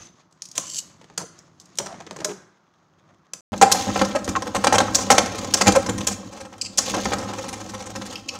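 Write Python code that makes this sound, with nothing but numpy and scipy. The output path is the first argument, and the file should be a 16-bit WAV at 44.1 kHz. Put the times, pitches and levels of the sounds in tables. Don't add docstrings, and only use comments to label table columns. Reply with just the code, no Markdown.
import sys
import numpy as np
from scipy import signal
from scipy.fft import rfft, irfft
from scipy.io import wavfile
from scipy.ndimage import uniform_filter1d

SR = 44100
rng = np.random.default_rng(int(sys.argv[2]) if len(sys.argv) > 2 else 0)


def ratio_of_db(decibels):
    return 10 ** (np.asarray(decibels, float) / 20)


def bounce(signal):
    frames = np.transpose(np.atleast_2d(signal))
    limited = np.clip(frames, -1, 1)
    pcm = np.round(limited * 32767).astype(np.int16)
    wavfile.write(sys.argv[1], SR, pcm)


N = 369999
FIRST_ROUND_END_S, SECOND_ROUND_START_S = 3.408, 3.5205


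def unit(x):
    return x / np.sqrt(np.mean(x ** 2) + 1e-18)


def shape(x, gain):
    return irfft(rfft(x) * gain(np.fft.rfftfreq(len(x), 1 / SR) + 1), len(x))


def colour(points):
    hz, db = np.transpose(points)
    return lambda f: ratio_of_db(np.interp(np.log(f), np.log(hz), db))


def resonances(peaks):
    def gain(f):
        total = 0
        for k, (hz, width, db) in enumerate(peaks):
            total = total + (-1) ** k * ratio_of_db(db) * 1j * f * width / (hz ** 2 - f ** 2 + 1j * f * width)
        return total
    return gain


def lowpass(f, hz, power):
    return 1 / (1 + (f / hz) ** power)


def decay(t, t60):
    return np.exp(-np.log(1000) * t / t60)


def walk(rate):
    k = int(SR / rate)
    return unit(uniform_filter1d(np.repeat(rng.standard_normal(N // k + 1), k), k)[:N])


def curve(table):
    s, *columns = np.transpose(table)
    return [np.interp(np.arange(N) / SR, s, c) for c in columns]


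def add(track, s, x, db):
    i = int(s * SR)
    top = np.sqrt(uniform_filter1d(x ** 2, size=128).max())
    track[i:i + len(x)] += (x * ratio_of_db(db) / top)[:N - i]


def chatter(noise, length_s, fall_s, grain_db):
    t = np.arange(noise.shape[1]) / SR
    rise_s = 0.00023 + 0.22 * min(length_s, .012)
    hold = (1 - np.exp(-t / rise_s)) * np.exp(-np.maximum(t - length_s, 0) / fall_s)
    return noise[0] * hold * ratio_of_db(grain_db * unit(uniform_filter1d(noise[1], size=40)))


# start in seconds, chatter length in seconds, crack in dB, knock in dB.
CLASHES = [(0.551, 0.036, -28.5, -45.5), (0.578, 0.0013, -14, -27), (1.1772, 0.001, -18.5, -28.5),
           (1.785, 0.0031, -14, -29), (1.86, 0.0049, -33, -31.5), (2.162, 0.0014, -35, -35),
           (2.245, 0.0044, -16, -26.5), (3.334, 0.0017, -23, -37.5), (3.7152, 0.0029, -12.5, -20),
           (3.7208, 0.0021, -6.5, -28), (4.0475, 0.0011, -25.5, -26), (4.288, 0.0046, -24, -30),
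           (4.421, 0.0014, -27, -24), (4.944, 0.013, -8, -27.5), (4.953, 0.0013, -31, -30),
           (4.986, 0.0026, -29, -24), (5.346, 0.0061, -34, -30), (5.3806, 0.0085, -26, -32),
           (5.445, .0014, -28, -27.5), (5.5375, 0.0055, -10, -24), (5.567, 0.042, -27, -29),
           (5.862, 0.0034, -25.5, -26), (5.979, 0.0017, -26, -32), (6.0688, 0.0061, -9.5, -25),
           (6.7776, 0.0054, -12, -35), (6.783, 0.0018, -14, -29)]
# start in seconds, chatter length in seconds, crack in dB, knock in dB,
# knock pitch in Hz.
KNOCKS = [(1.7984, .0057, -38.5, -27, 587), (2.187, .0027, -46, -33, 385),
          (2.2015, 0.0056, -37.5, -31.5, 380), (2.215, 0.0022, -50, -30.5, 620),
          (2.284, 0.033, -44, -28, 365), (3.6147, 0.017, -13, -4, 790), (3.746, 0.014, -35, -17, 787),
          (4.0133, 0.0052, -22.5, -9.5, 527), (4.149, 0.017, -28, -14.5, 630),
          (4.277, 0.0012, -31, -17.5, 358), (4.467, 0.011, -34, -24, 500), (4.546, 0.022, -24, -16.5, 745),
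          (4.7245, 0.0054, -18.5, -10.5, 830), (4.7385, .018, -21, -12.5, 700),
          (5.1027, 0.0025, -10.5, -8, 784), (5.109, 0.0036, -13, -17, 830), (5.117, 0.0016, -14, -9, 778),
          (5.6107, 0.0057, -13, -9.5, 915), (5.6672, 0.017, -10, -9.5, 814),
          (5.7508, 0.015, -29, -15.5, 563), (5.888, 0.011, -22, -19.5, 474)]
# start in seconds, chatter length in seconds,
# crack in dB, knock in dB, knock pitch in Hz.
THUMPS = [(1.012, 0.003, -51, -42.5, 875), (1.041, 0.0026, -50, -48, 340), (1.099, 0.0016, -53, -44, 560),
          (2.003, 0.0022, -41, -33.5, 765), (2.0647, 0.0062, -43.5, -34, 364),
          (2.109, 0.0032, -34, -29, 630), (3.53, 0.01, -36.5, -21.5, 642), (3.8683, 0.034, -34, -26, 586),
          (3.958, 0.0055, -30, -13.5, 920), (3.9924, 0.0016, -25, -19.5, 700),
          (4.109, 0.006, -33.5, -30, 500), (4.3585, 0.0067, -25.5, -20.5, 756),
          (4.6447, 0.002, -13.5, -15, 893), (4.6706, 0.0013, -16, -10.5, 524),
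          (4.7822, 0.003, -14.5, -13.5, 544), (4.8047, 0.002, -23, -10.5, 559),
          (5.107, 0.01, -11, -17, 1030), (5.1808, 0.0014, -5.5, -6, 747), (5.7214, 0.0014, -20, -21, 340),
          (6.0055, 0.005, -29, -29, 580), (6.94, 0.0096, -24, -18.5, 550), (7.054, 0.0025, -22, -16.5, 524),
          (7.1174, 0.018, -26, -16.5, 492), (8.013, 0.0077, -32.5, -30.5, 517)]
# start in seconds, crack in dB, crack pitch in Hz.
TICKS = [(0.42, -23.5, 7100), (.4392, -45.5, 6540), (0.4532, -36, 7140), (.4865, -40.5, 6220),
         (0.514, -35, 6240), (0.7443, -35, 5900), (0.757, -26, 7750), (0.7849, -23, 7640),
         (1.388, -40.5, 5130), (1.5994, -36.5, 8200), (1.6554, -47, 6230), (1.7543, -45.5, 6100),
         (1.773, -35, 6070), (6.775, -17.5, 6600), (4.934, -35, 6500), (7.046, -30, 6160),
         (3.577, -31, 6750), (3.613, -13.5, 4700), (4.244, -26.5, 7300), (1.612, -46.5, 6500),
         (3.975, -28, 6500)]
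# start in seconds, chatter length in seconds, crack in dB,
# crack pitch in Hz, upper cap mode in Hz.
BUMPS = [
    (6.6114, 0.0067, -16, 4520, 7600),
    (6.644, 0.023, -27, 5000, 7400),
    (8.1, 0.0062, -36, 5100, 6600),
    (8.155, 0.00087, -23.5, 2800, 5120),
    (8.2875, 0.0028, -18.5, 2950, 6660),
    (8.2845, 0.00089, -26, 2920, 6700),
]
# start in seconds, crack in dB, knock in dB.
SWAYS = [(6.3236, -41, -38), (6.3674, -44, -38.5), (6.4015, -36.5, -34.5), (6.4496, -44, -34.5),
         (6.5249, -44.5, -35.5), (7.1824, -32, -39), (7.2248, -39, -34), (7.2914, -42, -29.5),
         (7.328, -34.5, -25.5), (7.379, -31.5, -27), (7.4384, -37, -31), (7.4815, -29.5, -31),
         (7.5268, -30.5, -27.5), (7.568, -44, -39), (7.6012, -36, -32), (7.6887, -34, -35),
         (7.7358, -33.5, -28), (7.8013, -34.5, -32.5), (7.8565, -36, -35.5), (7.9519, -29, -28.5),
         (8.0556, -34.5, -37), (8.1229, -34, -33.5), (8.3472, -36, -32.5)]
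# start in seconds, crack in dB, knock in dB.
REBOUNDS = [(.31, -63.5, -66), (0.324, -53, -63), (1.137, -62, -56), (1.925, -51, -33), (1.942, -53, -37),
            (2.019, -52.5, -42.5), (2.128, -49, -47), (4.19, -39, -31), (4.653, -40, -24),
            (4.738, -25, -21), (4.7553, -19.5, -12.5), (4.813, -29, -18), (4.965, -27, -38),
            (4.981, -40, -26), (5.005, -32, -36), (5.024, -27, -34), (5.1215, -15, -18), (5.205, -45, -40),
            (5.225, -37, -28), (5.259, -27.5, -22.5), (5.547, -27, -20.5), (5.58, -30, -37),
            (5.661, -24, -17.5), (5.678, -24, -14), (5.687, -21.5, -12), (5.759, -17.5, -24),
            (6.084, -23, -27), (6.788, -7, -23), (6.815, -32, -37), (7.134, -23, -32), (7.246, -42, -39),
            (7.458, -41, -44), (8.178, -42, -38), (8.234, -51, -52), (7.184, -29, -48), (4.051, -29, -37),
            (6.58, -44, -42)]
RIM_CRACK_HZ, BODY_CRACK_HZ = 6420, 3120
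CLASH_KNOCK_HZ, TICK_KNOCK_HZ, SWAY_KNOCK_HZ, REBOUND_KNOCK_HZ = 1030, 900, 528.5, 700
TICK_S, SWAY_S, REBOUND_S = 0.0014, 0.013, 0.00053
TICK_KNOCK_DB, BUMP_KNOCK_DB = -30, -38


def all_contacts():
    return ([(s, TICK_S, c, hz, c + TICK_KNOCK_DB, TICK_KNOCK_HZ, False) for s, c, hz in TICKS]
            + [(s, n, c, RIM_CRACK_HZ, k, CLASH_KNOCK_HZ, False) for s, n, c, k in CLASHES]
            + [(s, n, c, RIM_CRACK_HZ, k, hz, False) for s, n, c, k, hz in KNOCKS]
            + [(s, n, c, BODY_CRACK_HZ, k, hz, False) for s, n, c, k, hz in THUMPS]
            + [(s, n, c, hz, c + BUMP_KNOCK_DB, SWAY_KNOCK_HZ, upper) for s, n, c, hz, upper in BUMPS]
            + [(s, SWAY_S, c, RIM_CRACK_HZ, k, SWAY_KNOCK_HZ, False) for s, c, k in SWAYS]
            + [(s, REBOUND_S, c, RIM_CRACK_HZ, k, REBOUND_KNOCK_HZ, False) for s, c, k in REBOUNDS])


# start in seconds, chatter
# length in seconds, # crack in dB, knock in dB.
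TOUCHES = [(4.6396, .001, -24, -30), (4.669, .001, -16, -28), (4.782, .001, -15.5, -28),
           (4.801, .001, -22, -28), (4.965, 0.072, -25, -39), (5.569, 0.013, -23, -34),
           (5.72, .003, -22, -32), (5.752, .004, -26, -30), (6.094, 0.049, -27, -38),
           (6.803, 0.065, -31, -38), (7.069, 0.038, -44, -28), (7.151, 0.088, -42, -31.5),
           (4.837, 0.0028, -37, -32), (4.875, .003, -37, -36), (5.32, .003, -34, -34),
           (8.189, .003, -46, -46), (8.388, .002, -36, -44), (8.013, 0.011, -40, -40),
           (7.21, .005, -36, -36), (7.652, .012, -40, -36), (7.778, .004, -42, -40),
           (7.821, .005, -35, -36), (7.896, .02, -36, -34), (3.745, .03, -26, -36), (3.79, .06, -31, -38),
           (1.19, .04, -36, -42), (0, .07, -49, -64), (5.606, .004, -30, -22), (5.5385, .004, -10, -30),
           (4.947, .008, -13, -24), (6.96, .04, -40, -25), (7.12, .015, -34, -22), (1.214, .003, -37, -42)]


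def touches():
    return [(s, n, c, RIM_CRACK_HZ, k, REBOUND_KNOCK_HZ, False) for s, n, c, k in TOUCHES]


# frequency in Hz, level in dB per Hz.
CLICK_COLOUR = [(880, -42), (1500, -23.5), (3520, -8.5), (5000, -6.5), (6310, 0), (7540, -5.5),
                (9010, -12.5), (16000, -27)]
# mode in Hz, width in Hz, level in dB.
HOLLOW = [(2700, 600, 1), (3250, 450, -5), (4600, 1500, -6)]
# mode in Hz, width in Hz, level in dB.
SHELL_LOW = [(70.5, 91, -36.5), (105.6, 12.8, 4), (160, 38, -8.5), (197, 13.4, 4.5), (266, 34, -6),
             (322.4, 27, -4)]
SHELL_HIGH = [(389, 66, -2), (531, 130, -0.5), (790, 154, -2.5), (1030, 330, -6), (1243, 143, -4.5),
              (1718, 760, -22.5)]


def cap_crack(sharp, crack_hz, upper_hz):
    modes = resonances(HOLLOW + [(upper_hz, 900, 0), (11000, 5000, -24)])
    lift = resonances([(crack_hz, 1200, 0)])
    return shape(shape(sharp, modes), lambda f: (1 + .9 * lift(f)) * lowpass(f, 14000, 4) / (1 + (2100 / f) ** 6))


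def rim_crack(sharp, crack_hz):
    body = [(crack_hz, 700, 8 * max(np.log2(6000 / crack_hz), 0)), (6300, 6000, -3)]
    return shape(shape(sharp, colour(CLICK_COLOUR)), resonances(body))


def contacts(rows):
    out = np.zeros(N)
    size = 8192 if rows[0][0] > SECOND_ROUND_START_S else 4096
    chance = rng.standard_normal((len(rows), 4, size))
    for (s, length_s, crack_db, crack_hz, knock_db, knock_hz, hollow), noise in zip(rows, chance):
        fall_s = 0.0037 * ratio_of_db(-0.08 * min(crack_db + 18.0, 0))
        sharp = chatter(noise, length_s, fall_s, grain_db=5.0)
        if length_s < .005:
            sharp[48] += 1.5 * np.abs(sharp).max()
        soft = chatter(noise[1:], length_s, fall_s=0.012, grain_db=3.0)
        soft[8:24] += 2.95 * np.hanning(16)
        rim_db = crack_db - knock_db

        spot = colour(list(zip(np.geomspace(1800, 15000, 12), 2.6 * noise[3, -12:])))
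        crack = cap_crack(sharp, crack_hz, hollow) if hollow else rim_crack(sharp, crack_hz)
        add(out, s, shape(crack, spot), crack_db - .4)

        clack = shape(noise[2] * np.abs(sharp), resonances([(1800, 1880, 0)]))
        clack = shape(clack, lambda f: resonances([(2320, 7500, 0)])(f) * lowpass(f, 9000, 4))
        add(out, s, clack, knock_db + 0.42 * min(rim_db, 12) - 2.5)

        knock_mode = (knock_hz, 60, 5.5 - 0.15 * max(rim_db, 0))
        add(out, s, shape(soft, resonances(SHELL_HIGH + [knock_mode])), knock_db - .4)
        thud = shape(noise[3] * np.abs(soft), resonances(SHELL_LOW[2:]))
        add(out, s, thud, min(knock_db, -9) - 11.5)
    return out


# start in seconds, level in dB, pitch in Hz.
SLAPS = [(3.614, -5, 800), (3.8695, -23, 500), (3.89, -19, 505), (3.902, -21.5, 500), (3.9565, -23, 800),
         (4.6405, -13.5, 840), (4.6441, -5, 845), (4.6696, -4, 760), (4.7245, -9, 820),
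         (4.7257, -13.5, 800), (4.742, -6.5, 814), (4.7422, -11, 800), (4.7557, -15, 900), (4.782, -4, 830),
         (4.8035, -7, 800), (4.813, -19, 805), (5.1025, -1, 1020), (5.1039, -5.5, 900), (5.1807, -6.5, 900),
         (5.659, -20, 815), (5.6691, -8, 860), (5.6823, -15, 700), (5.7555, -11, 550), (5.7598, -17.5, 550),
         (6.9395, -15, 700), (7.0575, -15.5, 700), (7.134, -15.5, 810)]


def slaps():
    out, blow = np.zeros(N), signal.unit_impulse(2048, idx=8)
    for s, db, hz in SLAPS:
        swing = resonances([(hz, 1.1 * hz, 0)])
        add(out, s, shape(blow, lambda f: swing(f) ** 2 / (1 + 1j * f / 9000) ** 2), db)
    return out


# start in seconds, ring in dB, lift in dB of the modes near a pitch,
# that pitch in Hz.
RINGS = [
    (-.15, -43, -14, 10700),
    (0.577, -35, 7, 10900),
    (1.176, -34.5, 12, 10000),
    (2.249, -47, 24, 12500),
    (1.787, -47, 8.5, 9420),
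    (3.719, -31, 8, 10600),
    (4.953, -36, 19, 14800),
]
# mode in Hz, level in dB, decay t60 in seconds.
RIM = [(5850, -6, .12), (6120, 0, .35), (6550, -8, .2), (7600, -16, .15), (9420, -13, .16),
       (10700, -12, .22), (11380, -16, .15), (13570, -22, .2), (14830, -24, .2)]


def rims():
    out, t = np.zeros(N), np.arange(SR // 3) / SR
    chance = rng.standard_normal((len(RINGS), len(RIM), 2))
    for (s, db, lift_db, near_hz), share in zip(RINGS, chance):
        ring = np.zeros(len(t))
        for (hz, mode_db, t60), (luck, phase) in zip(RIM, share):
            near = np.exp(-(np.log2(hz / near_hz) / .17) ** 2)
            level = ratio_of_db(mode_db + 2 * luck + lift_db * near)
            flutter = 1 + np.sin(2 * np.pi * 28 * t + 3 * phase)
            ring += level * np.sin(2 * np.pi * hz * t) * flutter * decay(t - min(s, 0), t60)
        add(out, max(s, 0), ring, db)
    return out


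def scrape():
    start_s, stop_s = .555, .805
    t = np.arange(N) / SR - start_s
    swell_db = -42 + 50.5 * np.clip(t, 0, 1)
    press = np.clip(t / .05, 0, 1) * ratio_of_db(swell_db) * (t < stop_s - start_s)
    buzz = rng.standard_normal(N) * ratio_of_db(3.7 * walk(340) + 1.3 * walk(90.8))
    body = resonances([(2990, 280, -4.5), (4500, 340, -0.5), (5900, 1000, -1.0), (7600, 430, 4.0),
                       (10900, 2100, -19.5)])
    return unit(shape(buzz, body)) * press


# start in seconds, length in seconds, level in dB, pitch in Hz.
SHUDDERS = [(0.579, 0.065, -40, 1030), (1.192, 0.02, -35, 900), (1.8, 0.12, -34.5, 674),
            (4.351, 0.0094, -14.5, 1080), (4.548, 0.0077, -17, 1060), (3.613, 0.014, -10.5, 545),
            (4.879, 0.0053, -20, 910), (4.99, 0.032, -30, 790), (5.135, 0.025, -23, 810),
            (5.778, 0.01, -19.5, 520), (1.199, 0.04, -37.5, 455), (5.682, 0.012, -15, 447),
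            (5.753, 0.02, -7.5, 520), (6.907, 0.082, -30.5, 370), (6.783, 0.0071, -26, 1100),
            (6.951, 0.045, -26, 700), (6.96, 0.036, -23, 332), (7.137, 0.0064, -22, 537)]


def shudders():
    out = np.zeros(N)
    for (s, length_s, db, hz), noise in zip(SHUDDERS, rng.standard_normal((len(SHUDDERS), 2, 8192))):
        force = chatter(noise, length_s, fall_s=0.0065, grain_db=-3.5)
        corner = resonances([(hz, 70, 0), (hz * 1.2, 600, -10)])
        add(out, s, shape(force, lambda f: corner(f) * lowpass(f, 2000, 2)), db)
    return out


# start in seconds, level in dB, pitch in Hz, beat in Hz, decay t60 in seconds.
BOOMS = [
    (3.62, -7, 796, -1.5, 0.057),
    (3.648, -18, 785, 22.5, 0.69),
    (2.25, -26, 604, 0.5, 0.096),
    (2.283, -31, 410, 0.5, 0.13),
    (2.312, -30.5, 365, 0, .12),
    (2.245, -30, 410, 0.5, .07),
    (5.772, -14, 550, 0, .08),
    (5.1, -14, 800, 0, .08),
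    (5.114, -17, 770, 0, .08),
]


def booms():
    out, t = np.zeros(N), np.arange(SR // 2) / SR
    rise_s = 0.0095
    for s, db, hz, beat_hz, t60 in BOOMS:
        pair = np.sin(2 * np.pi * hz * t)
        if beat_hz > 0:
            pair = pair - 1.06 * np.sin(2 * np.pi * (hz + beat_hz) * t)
        swell = np.sin(np.pi / 2 * np.minimum(t / rise_s, 1))
        add(out, s, pair * swell * decay(np.maximum(t - rise_s, 0), t60), db)
    return out


def lurch(steady_db, times, blows_db, fade_s):
    power, t = np.zeros(N), np.arange(SR) / SR
    np.add.at(power, (np.array(times) * SR).astype(int), ratio_of_db(2 * blows_db))
    swell = signal.fftconvolve(power, (1 - np.exp(-t / 0.0043)) * np.exp(-t / fade_s))[:N]
    return 10 * np.log10(ratio_of_db(2 * steady_db) + np.abs(swell))


def patter():
    when, size = rng.random((2, N))
    specks = (when < 260 / SR) * ratio_of_db(-2 * np.log(size + 1e-9))
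    rasp = signal.lfilter([1], [1, -np.exp(-1 / (.002 * SR))], specks) * rng.standard_normal(N)
    click, body = colour(CLICK_COLOUR), resonances([(3000, 3000, -8)])
    rasp = unit(shape(rasp, lambda f: click(f) * lowpass(f, 8500, 6) + body(f)))
    return rasp * (np.arange(N) > SECOND_ROUND_START_S * SR)


# time in seconds, weight on the tray in dB, skid in dB.
RUNNING = [
    [(0, -50.5, -44.5), (.3, -65, -71), (.63, -53.5, -42), (.93, -55, -57), (1.58, -56, -58.5),
     (1.76, -55, -54.5), (1.85, -49, -52), (2.17, -52, -60), (2.6, -68.5, -71), (3.1, -58, -71.5),
     (3.4, -65, -74)],
    [(3.53, -37.5, -42), (3.8, -32, -28), (4.38, -34.5, -42.5), (4.95, -29.5, -34), (5.99, -30.5, -37),
     (6.52, -44.5, -50), (6.75, -42.5, -45.5), (6.9, -32, -28), (7.1, -33, -32), (7.2, -28.5, -45.5),
     (7.35, -34, -39.5), (8.39, -41.5, -44)],
]
# start in seconds, level in dB.
JOLTS = [(.56, -47), (1.2, -39.5), (1.82, -43), (3.49, -21), (3.87, -20), (4.28, -24), (4.55, -23),
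         (5.38, -43), (5.668, -13.5), (5.891, -18), (5.981, -23), (6.91, -30), (7.051, -22.5), (7.33, -45),
         (7.96, -31.5)]


def tips():
    weight_db, skid_db = curve(np.vstack(RUNNING))
    s, _, crack_db, _, knock_db, _, _ = np.transpose(all_contacts())
    shake_s = 0.028
    shaken_db = lurch(weight_db, s, np.minimum(knock_db, -12) - 15.5, shake_s)
    rumble_db = lurch(shaken_db, *np.transpose(JOLTS), shake_s)
    drum_db = lurch(weight_db - 4, s, knock_db - 21, fade_s=0.034)
    hiss_db = lurch(skid_db, s, crack_db - 29, fade_s=0.016)
    wobble = 2.8 * walk(22)
    grains = rng.standard_normal((3, N)) * ratio_of_db(np.array([walk(250), walk(250), walk(400)]) * 2.6)

    grit_noise = rng.standard_normal(N) * ratio_of_db(3.0 * walk(300))
    grit = unit(shape(grit_noise, lambda f: resonances([(9600, 3800, 0)])(f) ** 2))
    grit = grit * ratio_of_db(hiss_db + wobble + 3.5 * walk(35) - 31)

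    first_round = np.arange(N) < FIRST_ROUND_END_S * SR
    calm_modes = resonances([(96, 67, -5), (172, 32, 4.5), (260, 60, -3.5), (340, 60, -2.5)])
    calm = unit(shape(grains[0], lambda f: calm_modes(f) / (1 + (60 / f) ** 4)))
    rumble = np.where(first_round, calm, unit(shape(grains[0], resonances(SHELL_LOW))))
    rumble = rumble * ratio_of_db(rumble_db + 0.83 * walk(30) - 0.2)

    light = unit(shape(grains[1], resonances([(595, 230, -6.5), (1160, 220, -5.0), (1900, 590, -13)])))
    drum = np.where(first_round, light, unit(shape(grains[1], resonances(SHELL_HIGH))))
    drum = drum * ratio_of_db(drum_db + wobble - 1.5)
    hiss = unit(shape(grains[2], resonances([(6600, 1100, -0.5), (3200, 4200, -4), (5000, 2800, -10)])))
    hiss = hiss * ratio_of_db(hiss_db + wobble - 6.5)
    skitter = shape(drum + hiss, lambda f: lowpass(f, 9000, 6))
    return rumble + skitter + grit + patter() * ratio_of_db(hiss_db + wobble - 8)


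def idling():
    out = np.zeros(N)
    start_s, stop_s, rate_hz = 2.47, 3.3, 19.5
    body = resonances([(1298, 450, -2.0), (3400, 700, -3.5), (6330, 870, -10.0)])
    for k, noise in enumerate(rng.standard_normal((16, 2, 2048))):
        s = start_s + k / rate_hz + 0.006 * noise[1, 0]
        tick = chatter(noise, 0.00385, fall_s=0.013, grain_db=8.5)
        add(out, min(s, stop_s), shape(tick, body), -65 + 3 * noise[1, 1])
    return out


# frequency in Hz, decay t60 in seconds.
ROOM = [(150, 0.71), (500, 0.6), (1500, 0.79), (4500, 0.42), (8000, 0.37), (14000, 0.24)]


def room(x):
    t, out = np.arange(SR // 2) / SR, np.zeros(N)
    spots, spot_s = 5, .07
    spot = (np.arange(N) / SR / spot_s).astype(int) % spots
    for k in range(spots):
        tail = np.zeros(len(t))
        for hz, t60 in ROOM:
            band = shape(rng.standard_normal(len(t)), lambda f: resonances([(hz, 1.15 * hz, 0)])(f) ** 2)
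            tail += unit(band) * np.sqrt(hz) * decay(t, t60)
        tail = tail * np.minimum(t / 0.00065, 1)
        out += signal.fftconvolve(x * (spot == k), tail / np.sqrt(np.sum(tail ** 2)))[:N]
    return out


# frequency in Hz, level in dB per Hz.
HUSH = [(25, -37), (161, -3), (252, -6.5), (1250, -0.5), (2410, -21), (6210, -19.5), (8980, -48),
        (16000, -37.5)]


def hush():
    return unit(shape(rng.standard_normal(N), colour(HUSH))) * ratio_of_db(-63.5)


def scene():
    hits = contacts(all_contacts()) + slaps() + rims()
    grind = scrape()
    wet = ratio_of_db(-10.5) * room(hits + grind / 2)
    shell = shudders() + booms()
    return (hits + grind + wet + tips() + hush() + shell + idling() + contacts(touches()))[None]


def low_pass(x):
    return signal.sosfilt(signal.butter(12, 16430, fs=SR, output="sos"), x)


# mode in Hz, width in Hz, level in dB.
MIC_RING = [(6500, 210, -6)]


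def record(dry):
    t = np.arange(N) / SR
    mic = resonances(MIC_RING)
    x = shape(dry[0], lambda f: (1 + mic(f)) / (1 + (45 / (1j * f)) ** 2 + 0.54 * 45 / (1j * f)))
    echo_db, echo_samples = -5.5, 167
    late = shape(np.roll(x, echo_samples), lambda f: ratio_of_db(echo_db) / np.sqrt(1 + (f / 9400) ** 2))
    doubled = (x + late) / np.sqrt(1 + ratio_of_db(2 * echo_db))
    x = np.where(t < FIRST_ROUND_END_S, x, 0) + np.where(t > SECOND_ROUND_START_S, doubled, 0)
    x = signal.sosfilt(signal.ellip(8, .2, 70, 15600, fs=SR, output="sos"), x)
    x = np.clip(ratio_of_db(-1.75) * x, -.95, .95)
    x = signal.sosfilt(signal.ellip(8, .2, 60, 16300, fs=SR, output="sos"), x)
    return low_pass(x[None])


dry = scene()
out = record(dry)
bounce(out)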